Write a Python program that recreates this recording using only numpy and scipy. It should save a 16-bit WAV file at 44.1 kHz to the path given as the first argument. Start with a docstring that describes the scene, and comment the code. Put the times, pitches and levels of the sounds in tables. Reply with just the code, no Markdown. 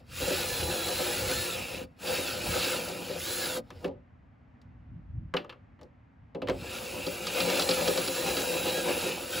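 """A cordless drill with a stepped bit reams a fastener out of a steel truck bed, outdoors, in three bursts.
Hiss and gear rasp are shaped noise, the whine is a set of lines tied to motor speed, and the cutting force
swells once a turn and drums the bed panel's modes. At listed moments the bit catches; between bursts tool
and loose fastener knock on the steel, as dying noise puffs through resonances. The bed walls answer with
a diffuse tail; a distant street hum and light wind on the microphone lie behind."""
import sys
import numpy as np
from scipy import signal
from scipy.fft import rfft, irfft, next_fast_len
from scipy.io import wavfile
from scipy.ndimage import uniform_filter1d, map_coordinates

SR = 44100
rng = np.random.default_rng(int(sys.argv[2]) if len(sys.argv) > 2 else 0)


def bounce(signal):
    """Save signal as a 16-bit WAV file at the path given by the first command-line argument."""
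    frames = np.transpose(np.atleast_2d(signal))
    limited = np.clip(frames, -1, 1)
    pcm = np.round(limited * 32767).astype(np.int16)
    wavfile.write(sys.argv[1], SR, pcm)


N = 414540  # samples


def amp(db):
    """Level to amplitude: 20 dB is a factor of ten."""
    return 10 ** (np.asarray(db) / 20)


def unit(x):
    """Normalisation to an rms of 1."""
    return x / np.sqrt(np.mean(x ** 2) + 1e-20)


def along(points, hz):
    """Interpolation of (frequency, value) points on a logarithmic frequency axis."""
    f, v = np.transpose(points)
    return np.interp(np.log(hz + 1), np.log(f + 1), v)


def curves(rows):
    """Linear interpolation in time: one value per sample for each column after the time."""
    s, *cols = np.transpose(rows)
    return [np.interp(np.arange(N) / SR, s, c) for c in cols]


def during(rows):
    """Gating: 1 while a table lasts, with 20 ms fades outside it."""
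    t = np.arange(N) / SR
    inside = np.minimum(t - rows[0][0], rows[-1][0] - t)
    return np.clip(inside * 50 + 1, 0, 1)


def wobble(rate):
    """Slow random modulation: a smooth curve with rate knots a second."""
    knots = rng.standard_normal(int(N * rate / SR) + 4)
    return map_coordinates(knots, [np.arange(N) * rate / SR])


def filtered(x, response):
    """Linear filtering: the spectrum times a complex response of frequency."""
    m = next_fast_len(N + SR // 2)
    return irfft(rfft(x, m) * response(np.fft.rfftfreq(m, 1 / SR)), m)[..., :N]


def through(x, response):
    """Linear filtering with the response normalised to keep the rms of white noise."""
    return filtered(x, lambda f: response(f) / np.sqrt(np.mean(np.abs(response(f)) ** 2)))


def modes(table):
    """Modal superposition: causal damped resonators with alternating signs."""
    def response(f):
        return sum((-1) ** k * amp(db) * 1j * f * w / (c * c - f * f + 1j * f * w)
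                   for k, (c, w, db) in enumerate(table))
    return response


def colour(points):
    """Spectral shaping: a zero-phase response that follows (frequency, level) points."""
    return lambda f: amp(along(points, f))


def lowpass(edge_hz):
    """Two cascaded first-order low-pass sections."""
    return lambda f: 1 / (1 + 1j * f / edge_hz) ** 2


def grit(rough_db, patchy_db):
    """Modulated noise: strength jumps by the millisecond, and narrow patches flare briefly."""
    noise = rng.standard_normal(N) * amp(rough_db * wobble(700))
    z = signal.stft(noise, nperseg=1024)[2]
    field = uniform_filter1d(rng.standard_normal(z.shape), size=2, axis=0)
    field = uniform_filter1d(field, size=5, axis=1)
    return unit(signal.istft(z * amp(patchy_db * unit(field)), nperseg=1024)[1][:N])


def bursts(times, levels_db, t60, rise=0.0004):
    """Exponential decay: noise puffs that fall 60 dB in t60 seconds."""
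    out, t = np.zeros(N + SR), np.arange(SR // 4) / SR
    for s, db in zip(times, levels_db):
        envelope = amp(db - 60 * t / t60) * (1 - np.exp(-t / rise))
        out[round(s * SR):][:len(t)] += envelope * rng.standard_normal(len(t))
    return out[:N]


def tones(hz, db, waver_hz, waver_db, ratio=1):
    """Frequency modulation: the integral of a gliding, slightly unsteady pitch is the phase."""
    level = amp(db + 0.5 + waver_db * wobble(25))
    pitch = ratio * (hz + waver_hz * wobble(60))
    return level * np.sin(2 * np.pi * np.cumsum(pitch) / SR)


# motor speed in each of three bursts: (time [s], gear mesh frequency [Hz])
MOTOR_SPEED = [
    [(.04, 250.8), (.09, 900), (.16, 2703), (.21, 3834), (.265, 4106), (.55, 4164), (.63, 3985),
     (.77, 4143), (.8, 3933), (.88, 4082), (.92, 3940), (.98, 4132), (1.06, 4153), (1.17, 4046),
     (1.3, 4184), (1.39, 4224), (1.435, 4193), (1.57, 3252), (1.63, 2684), (1.76, 2459), (1.8, 1990),
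     (1.84, 1495), (1.865, 299.2)],
    [(1.98, 500.5), (2.0, 1300), (2.035, 2606), (2.085, 3484), (2.12, 3827), (2.21, 3840), (2.27, 3439),
     (2.37, 2912), (2.42, 2895), (2.47, 3847), (2.54, 4085), (2.59, 3990), (2.63, 4050), (2.74, 3850),
     (2.8, 3213), (2.89, 2917), (2.92, 2414), (3.17, 2364), (3.205, 3385), (3.27, 3983), (3.39, 4163),
     (3.5, 3628), (3.575, 3178), (3.61, 502.6)],
    [(6.5, 704), (6.56, 1102), (6.76, 2759), (6.9, 2600), (7.29, 2900), (7.36, 3794), (7.43, 4010),
     (7.7, 4163), (7.9, 4110), (7.98, 4010), (8.1, 3974), (8.25, 4040), (8.35, 3940), (8.51, 3850),
     (8.58, 3927), (8.62, 3886), (8.67, 3940), (8.72, 3870), (8.78, 3967), (8.89, 3770), (8.97, 3790),
     (9.02, 3870), (9.075, 3850), (9.11, 2830), (9.28, 2785), (9.33, 3650), (9.4, 3900)],
]
FULL_HZ = 4100  # mesh frequency at full speed


def motor():
    """Gear meshing: pitch follows speed; gives mesh Hz, speed in dB re full speed, and 1 while turning."""
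    hz, = curves(sum(MOTOR_SPEED, []))
    return hz, 20 * np.log10(hz / FULL_HZ), sum(during(rows) for rows in MOTOR_SPEED)


# each burst is held at its own angle, one row a burst: (hiss [dB], rasp [dB], rumble [dB])
BURST_ANGLE = [(0.3, 0.47, 3), (0.54, 0.8, -2.5), (0.53, -0.5, -2.5)]


def held():
    """Directivity: gains of hiss, rasp and rumble, each burst's own while it lasts and 0 between."""
    return sum(amp(db)[:, None] * during(rows) for rows, db in zip(MOTOR_SPEED, BURST_ANGLE))


# hiss spectrum of brushes and fan: (frequency [Hz], relative density [dB per Hz])
HISS_SPECTRUM = [(1500, -22.5), (4000, -7.5), (6000, -5), (7200, -1.5), (8300, -3.5), (10300, 1.5),
                 (11200, -6.5), (13000, -3), (16000, -4)]
# relative level at full speed [dB], and dB gained per dB of speed
HISS_DB, HISS_GROWS = -42, 2.25
DRAG_HISS_DB = -13  # re the scrape of the dragging bit


def brush_hiss(speed_db, angle, drag, shake):
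    """Broadband brush and fan noise, whose level grows as a power of speed."""
    hiss = amp(7 + .5 * shake) * through(grit(rough_db=1.0, patchy_db=3.0), colour(HISS_SPECTRUM))
    return (angle * amp(HISS_DB + HISS_GROWS * speed_db) + amp(DRAG_HISS_DB) * drag) * hiss


# gearbox resonances: (frequency [Hz], width [Hz], relative level [dB])
GEARBOX_MODES = [(1345, 263, -1.5), (1784, 770, -5.5), (2407, 403, 0.5), (2738, 347, 2), (3310, 750, -4.5),
                 (3850, 450, -2.5), (4526, 400, -5), (5280, 470, -8.5)]
# strongest band of the rasp: (frequency [Hz], width [Hz], level [dB])
STRONG_BAND = (2600, 700, 0)
# change at the centre of that band: (time [s], gain [dB])
STRONG_BAND_GAIN = [(0, -1), (1.4, -2.5), (1.62, 5.5), (2.1, -1), (3.0, -1.5), (3.6, -9.5), (6.6, 3),
                    (7.3, 4.5), (8.0, -2), (8.45, 3), (9.1, 4.5), (9.4, -2)]
# relative level at full speed [dB], and dB gained per dB of speed
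RASP_DB, RASP_GROWS = -37, 1.8
RASP_PUSHED = 0.16  # share of the push that the gear rasp follows


def gear_rasp(speed_db, push_db, angle, drag, turn, shake):
    """Resonant filtering: gritty gear noise excites the gearbox modes and swells once a turn."""
    rasp = through(grit(rough_db=1.5, patchy_db=3), modes(GEARBOX_MODES))
    rasp *= amp(0.5 + 0.56 * turn + 1.77 * shake)
    band_gain = amp(curves(STRONG_BAND_GAIN)[0])
    rasp += (band_gain - 1) * filtered(rasp, modes([STRONG_BAND]))
    driven = angle * amp(RASP_DB + RASP_GROWS * speed_db + RASP_PUSHED * push_db)
    return (driven + drag) * rasp


# whine against pitch: (mesh frequency [Hz], relative level [dB])
WHINE_BY_PITCH = [(2000, -80), (2500, -56), (3250, -48), (3700, -44), (4200, -43)]
# further change of the whine: (time [s], gain [dB])
WHINE_GAIN = [(.22, 2), (.45, -3), (.55, 1), (.95, 2), (1.17, -5), (1.34, 3), (1.47, 0), (2.6, 1),
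              (2.8, -1), (3.45, 0), (7.7, 0), (8.2, -3), (8.45, 1), (8.8, 2), (8.9, -3), (9.3, 0)]
# weaker lines beside the whine: (multiple of motor shaft speed, level [dB re whine])
SHAFT_LINES = [(1, -10), (5, -8), (10, -10)]
PINION_TEETH = 12
SPIN_UP_LOSS_DB, SPIN_UP_HZ_PER_S = 13, 24000  # greatest loss, reached when speed changes this fast
LABOUR_HZ = 10  # pitch sways this far each way once a turn


def gear_whine(mesh_hz, turn):
    """Tonal radiation at the mesh frequency and shaft multiples, buried while speed changes fast."""
    whine_db = along(WHINE_BY_PITCH, mesh_hz) + curves(WHINE_GAIN)[0]
    hz_per_s = np.abs(uniform_filter1d(np.gradient(mesh_hz) * SR, size=SR // 50))
    whine_db -= SPIN_UP_LOSS_DB * np.minimum(hz_per_s / SPIN_UP_HZ_PER_S, 1) ** 3
    whine = tones(mesh_hz + LABOUR_HZ * turn, whine_db, waver_hz=4, waver_db=1.2)
    for k, db in SHAFT_LINES:
        whine += tones(mesh_hz, whine_db + db, waver_hz=12, waver_db=5, ratio=k / PINION_TEETH)
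    return whine


# speed controller's tone while the trigger is barely pulled: (time [s], frequency [Hz], relative level [dB])
SWITCHING_TONE = [
    [(6.52, 7900, -66), (6.55, 7760, -68), (6.66, 7730, -56)],
]


def speed_controller():
    """Electronic switching heard as a gliding pure tone."""
    return sum(during(rows) * tones(*curves(rows), waver_hz=3, waver_db=0.0) for rows in SWITCHING_TONE)


# how hard the bit is pushed into the steel: (time [s], relative force [dB])
PUSH_FORCE = [(0, -13.5), (.15, -11), (.2, -1.5), (.32, -1), (.37, 0), (1.1, 0.3), (1.5, -4), (1.8, 1.3),
              (2.05, -1.5), (2.16, 2.5), (2.3, -1), (2.75, 1.5), (3.0, 1.5), (3.15, 2.5), (3.23, -10),
              (3.6, 2.5), (6.5, -5), (6.6, 2.5), (6.76, 1), (7.2, -1), (7.4, 5), (7.88, 3.5), (7.95, 1.5),
              (9.08, 3), (9.4, -4)]
# slow or stopped bit scraping in the hole: (time [s], relative level [dB])
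DRAG_LEVEL = [
    [(0, -65.5), (.05, -85)],
    [(1.87, -79), (1.97, -79.5)],
    [(3.64, -75.5), (3.8, -61), (3.86, -53)],
]
# panel mode that hums under the bit: (frequency [Hz], width [Hz], level [dB re pressing force])
FAVOURED_MODE = (517, 20, -8)
MESHES_A_TURN = 400
# relative force at full speed [dB], dB gained per dB of speed, and drag force [dB re scrape]
DRUM_DB, DRUM_GROWS, DRAG_DRUM_DB = -37, 1.34, 8
# a slow bit shakes the lowest modes more: [dB re pressing], dB per dB of speed, upper edge [Hz]
SHUDDER_DB, SHUDDER_GROWS, SHUDDER_HZ = -9, -2.1, 280


def drill():
    """Airborne and structure-borne paths: returns radiated sound and the force on the panel."""
    mesh_hz, speed_db, running = motor()
    push_db, = curves(PUSH_FORCE)
    turn = np.cos(2 * np.pi * np.cumsum(mesh_hz / MESHES_A_TURN) / SR)  # the bit runs out of true
    shake = wobble(18)
    drag = sum(during(rows) * amp(curves(rows)[0]) for rows in DRAG_LEVEL)
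    hiss_angle, rasp_angle, _ = held()
    air = brush_hiss(speed_db, hiss_angle, drag, shake)
    air += gear_rasp(speed_db, push_db, rasp_angle, drag, turn, shake)
    air += running * gear_whine(mesh_hz, turn) + speed_controller()

    cut = amp(-0.7 + 0.6 * turn + 2.0 * wobble(30)) * grit(rough_db=1.5, patchy_db=1.0)
    pressing = running * amp(DRUM_DB + DRUM_GROWS * speed_db + push_db) * cut
    air += amp(FAVOURED_MODE[2]) * through(pressing, modes([FAVOURED_MODE]))
    shudder_gain = running * amp(SHUDDER_DB + SHUDDER_GROWS * np.maximum(speed_db, -8))
    # running is already in pressing, so its short fades must not be applied twice
    shudder_gain = np.where(running > 0, amp(SHUDDER_DB + SHUDDER_GROWS * np.maximum(speed_db, -8)), 0)
    shudder = filtered(shudder_gain * pressing, lowpass(SHUDDER_HZ))
    return air, pressing + shudder + amp(DRAG_DRUM_DB) * drag * cut


# panel modes that ring on after a blow: (frequency [Hz], relative level [dB], t60 [s])
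RINGING_MODES = [(177, -13.5, .3), (278, -10.5, .25), (387.4, -7, .2), (516.1, 1, .16), (577, -12.5, 0.34)]


def ringing(times, levels_db):
    """Free vibration: lightly damped modes ring at a new strength and slightly new pitch each blow."""
    out, t = np.zeros(N + SR), np.arange(SR // 2) / SR
    for s, db in zip(times, levels_db):
        ring = 0
        for hz, level, t60 in RINGING_MODES:
            decay = amp(level + rng.normal(0, 2) - 60 * t / t60)
            ring = ring + decay * np.sin(2 * np.pi * hz * rng.normal(1, 0.0201) * t)
        out[round(s * SR):][:len(t)] += amp(db) * (1 - np.exp(-t / 0.0038)) * ring
    return out[:N]


# the bit catching in the hole: (time [s], relative bit ring [dB], relative panel jolt [dB])
BIT_CATCHES = [(0.214, -32, -19), (0.272, -36.5, -18), (0.303, -33.5, -14.5), (0.882, -21, -25),
               (2.07, -24.5, -26), (2.178, -38.5, -22), (2.6448, -23.5, -33), (2.662, -38, -20.5),
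               (2.915, -35, -24), (3.097, -42, -21), (7.0645, -23.5, -18.5), (7.267, -18, -26),
               (7.402, -14.5, -20), (7.499, -18.5, -23.5), (7.594, -13.5, -16), (7.6201, -17.5, -28),
               (7.6893, -13.5, -12.5), (7.708, -14.5, -21), (7.877, -16, -11), (7.9745, -18, -17),
               (8.0752, -17.5, -24.5), (8.267, -26.5, -23.5), (8.367, -17, -23), (8.565, -38, -25.5),
               (8.672, -42, -23), (8.772, -34, -18.5), (9.055, -36, -19)]
# resonances of the bit: (frequency [Hz], width [Hz], relative level [dB])
BIT_MODES = [(1264, 140, 1), (3330, 370, -3), (4027, 160, 2.5), (4660, 170, 3), (5500, 410, -6),
             (7800, 2100, -14)]
JOLT_HZ = 905  # a catch is a soft jolt, with little above this


def catches():
    """Transient excitation: the edge bites, rings the bit briefly, jolts the panel and sets it ringing."""
    s, ring_db, panel_db = np.transpose(BIT_CATCHES)
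    jolt = filtered(bursts(s, panel_db, t60=0.04, rise=0.0053), lowpass(JOLT_HZ))
    bit = through(bursts(s, ring_db - 9.5, t60=0.066, rise=0.00029), modes(BIT_MODES))
    return bit + ringing(s, panel_db - 9.5), jolt


# knocks on the steel, all levels relative:
# (time [s], bright clack [dB], dull clack [dB], tick [dB], panel [dB])
STEEL_KNOCKS = [(3.704, -41, -39, -51, -47), (3.844, -27.5, -35, -47, -27.5), (3.8784, -48, -47, -56, -37),
                (4.6158, -64, -66, -63.5, -79.5), (5.3387, -37, -17.5, -43, -25.5),
                (5.3662, -18, -32, -47, -42.5), (5.445, -55, -37.5, -63, -46.5),
                (5.4946, -32, -35, -57, -53.5), (5.5244, -46, -39, -70, -55),
                (5.7907, -59, -51, -81, -56.5), (5.8126, -53, -49.5, -59, -47.5),
                (5.8308, -63, -57, -59, -61), (6.348, -40, -43, -59, -32.5), (6.4185, -30.5, -36, -52, -31),
                (6.472, -29, -41, -54, -40), (6.4849, -26, -26, -41.5, -24), (6.4967, -25.5, -25, -39, -32)]
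# plain clack spectrum: (frequency [Hz], relative density [dB per Hz])
CLACK_SPECTRUM = [(500, -12), (1100, 3.5), (2000, -2), (2900, -6), (4500, -13.5), (7000, -38.5)]
# resonances in the clack: (frequency [Hz], width [Hz], relative level [dB])
STEEL_MODES = [(1224, 74, -4.5), (1380, 42, -3), (2270, 120, -14), (2640, 73, 8.5), (3000, 420, -3.5),
               (3700, 63, -10), (4100, 81, -14)]
# tick spectrum: (frequency [Hz], relative density [dB per Hz])
TICK_SPECTRUM = [(2500, -20), (4000, -1), (8000, -13.5), (16000, -23)]
STEEL_DB = 1  # resonances over the plain clack
SPLIT_HZ = 1600  # the dull part of a clack lies below, the bright part above


def steel_response(f):
    """Resonance on a broadband base: the clack spectrum multiplied by the steel's modes."""
    return colour(CLACK_SPECTRUM)(f) * (1 + amp(STEEL_DB) * modes(STEEL_MODES)(f))


def clack_puffs(s, db):
    """Two-stage decay: a quick clack over a fainter rattle that dies more slowly."""
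    quick = bursts(s, db - 2.0, t60=0.062, rise=0.0003)
    return through(quick + bursts(s, db - 16.0, t60=0.2), steel_response)


def knocks():
    """Impact excitation: a sharp tick, a clack with its rattle, and a soft push on the panel."""
    s, bright_db, dull_db, tick_db, panel_db = np.transpose(STEEL_KNOCKS)
    low = lowpass(SPLIT_HZ)
    clack = filtered(clack_puffs(s, dull_db), low)
    clack += filtered(clack_puffs(s, bright_db), lambda f: low(f) * (f / SPLIT_HZ) ** 2)
    tick = bursts(s, tick_db + 3.0, t60=0.025) + bursts(s, tick_db - 17, t60=0.17)
    tick = through(tick, colour(TICK_SPECTRUM))
    blows = np.bincount(np.round(s * SR).astype(int), amp(panel_db - 14.5), N)
    blows += bursts(s, panel_db - 27.5, t60=0.2)
    push = np.convolve(blows, np.hanning(SR // 900))[:N]  # the contact lasts about a millisecond
    return clack + tick + ringing(s, panel_db + 1.5), push


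def scattered(x):
    """Diffuse reflection: the bed walls' short tail changes as tool and hands move."""
    hop, t = SR // 8, np.arange(SR // 10) / SR
    padded, out = np.pad(x, 2 * hop), np.zeros(N + SR)
    window = np.sqrt(np.hanning(2 * hop))
    for at in range(0, N + 2 * hop, hop):
        walls = rng.standard_normal(len(t)) * amp(-60 * t / 0.15)
        answer = signal.fftconvolve(padded[at:at + 2 * hop] * window, walls / np.linalg.norm(walls))
        out[at:at + len(answer)] += answer
    return out[2 * hop:][:N]


def spread(pair, alike):
    """Interchannel coherence: mid and side are weighted so the channels are as alike as the table says."""
    def weights(hz):
        angle = np.arccos(np.clip(along(alike, hz), 0, 1)) / 2
        return np.array([np.cos(angle), np.sin(angle)])
    mid, side = filtered(pair, weights)
    return np.array([mid + side, mid - side])


# distant hum: (frequency [Hz], relative density [dB per Hz])
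HUM_SPECTRUM = [(59, -41), (100, -4.5), (208, -9.5), (247, -0.5), (340, -20), (722, -17.5), (1370, -22.5),
                (2030, -25), (2850, -34), (3580, -42), (9000, -61), (11700, -95.5), (19800, -120)]
# wind and drill rumble: (frequency [Hz], relative density [dB per Hz])
BUFFET_SPECTRUM = [(20, -37), (52, -4), (86, 1), (124, -3.5), (333, -26), (580, -83), (990, -120)]
# gusts on the microphone: (time [s], relative peak [dB], time to fall 15 dB either side [s])
WIND_GUSTS = [(0.239, -42.5, 0.062), (0.622, -38.5, 0.067), (2.488, -40, 0.087), (3.865, -50, 0.25),
              (4.748, -52.5, 0.26), (4.955, -39, 0.064), (5.193, -36, 0.093), (6.534, -48, 0.1)]
# background likeness of the channels: (frequency [Hz], left-right likeness [0 to 1])
FAR_LIKENESS = [(60, 1), (250, 0.84), (400, 0.2), (1000, 0.093), (1400, 0.285), (2100, 0.4), (3000, 0.85)]
OUTDOORS_DB, BREEZE_DB = -61, -58  # relative levels
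# relative level at full speed [dB], and dB gained per dB of speed
RUMBLE_DB, RUMBLE_GROWS = -53, 0.55


def outdoors():
    """Ambient noise: a distant street hum, and turbulent wind lumps joined by the drill's low rumble."""
    hum = through(rng.standard_normal((2, N)), colour(HUM_SPECTRUM))
    hum *= amp(OUTDOORS_DB + 0.53 * wobble(6.1))
    lumps = amp(2.6 * wobble(20)) * rng.standard_normal((2, N))
    speed_db, rumble_angle = motor()[1], held()[2]
    t = np.arange(N) / SR
    gusts = sum(amp(db - 15 * np.abs(t - s) / half) for s, db, half in WIND_GUSTS)
    rumble = rumble_angle * amp(RUMBLE_DB + RUMBLE_GROWS * speed_db)
    strength = amp(BREEZE_DB) + gusts + rumble
    return spread(hum + strength * through(unit(lumps), colour(BUFFET_SPECTRUM)), FAR_LIKENESS)


# bed panel modes: (frequency [Hz], width [Hz], relative level [dB])
PANEL_MODES = [(173.4, 15.2, -6), (229.5, 10.4, -6), (270.4, 11, -4.5), (350.4, 26.3, -1.5),
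               (397.3, 28, -5.5), (470, 30, -1.5), (514.6, 16, 1), (591, 38, -3.5), (726, 69, -8),
               (829, 49.4, -7.5), (983, 60, -11.5), (1231, 36, -16.5)]
# likeness of the channels for near sources: (frequency [Hz], left-right likeness [0 to 1])
NEAR_LIKENESS = [(60, 1), (500, 0.93), (680, 0.44), (850, 1), (1070, .7), (1400, 0.83), (2100, 1),
                 (5000, 1)]


def scene():
    """Superposition: all near forces drive one panel, heard directly and by way of the bed walls."""
    air, force = np.sum([drill(), catches(), knocks()], axis=0)
    near = air + through(force, modes(PANEL_MODES))
    return spread(np.array([near, scattered(near)]), NEAR_LIKENESS) + outdoors()


# phase between the ports: (frequency [Hz], left lead [rad])
LEFT_LEAD = [(100, 0.018), (500, 0.5), (1400, 0.38), (2000, 0), (7400, 0), (7600, -0.78), (9050, -np.pi),
             (11200, -2 * np.pi), (13400, -3 * np.pi), (15700, -4 * np.pi)]
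# level between the ports: (frequency [Hz], left minus right [dB])
LEFT_LEVEL = [(180, 0), (330, -2.5), (550, 3), (1100, 2), (1500, -1), (2000, 0)]
TOP_HZ = 15780  # middle of the 100 Hz wide band edge


def record(dry):
    """Interchannel phase and level: two microphone ports share each difference, then the band limit."""
    def ports(hz):
        half = amp(along(LEFT_LEVEL, hz) / 2) * np.exp(.5j * along(LEFT_LEAD, hz))
        band = np.clip((TOP_HZ - hz) / 100 + .5, 0, 1) ** 2
        return np.array([half, 1 / half]) * band
    return filtered(dry, ports)


dry = scene()
out = record(dry)
bounce(out)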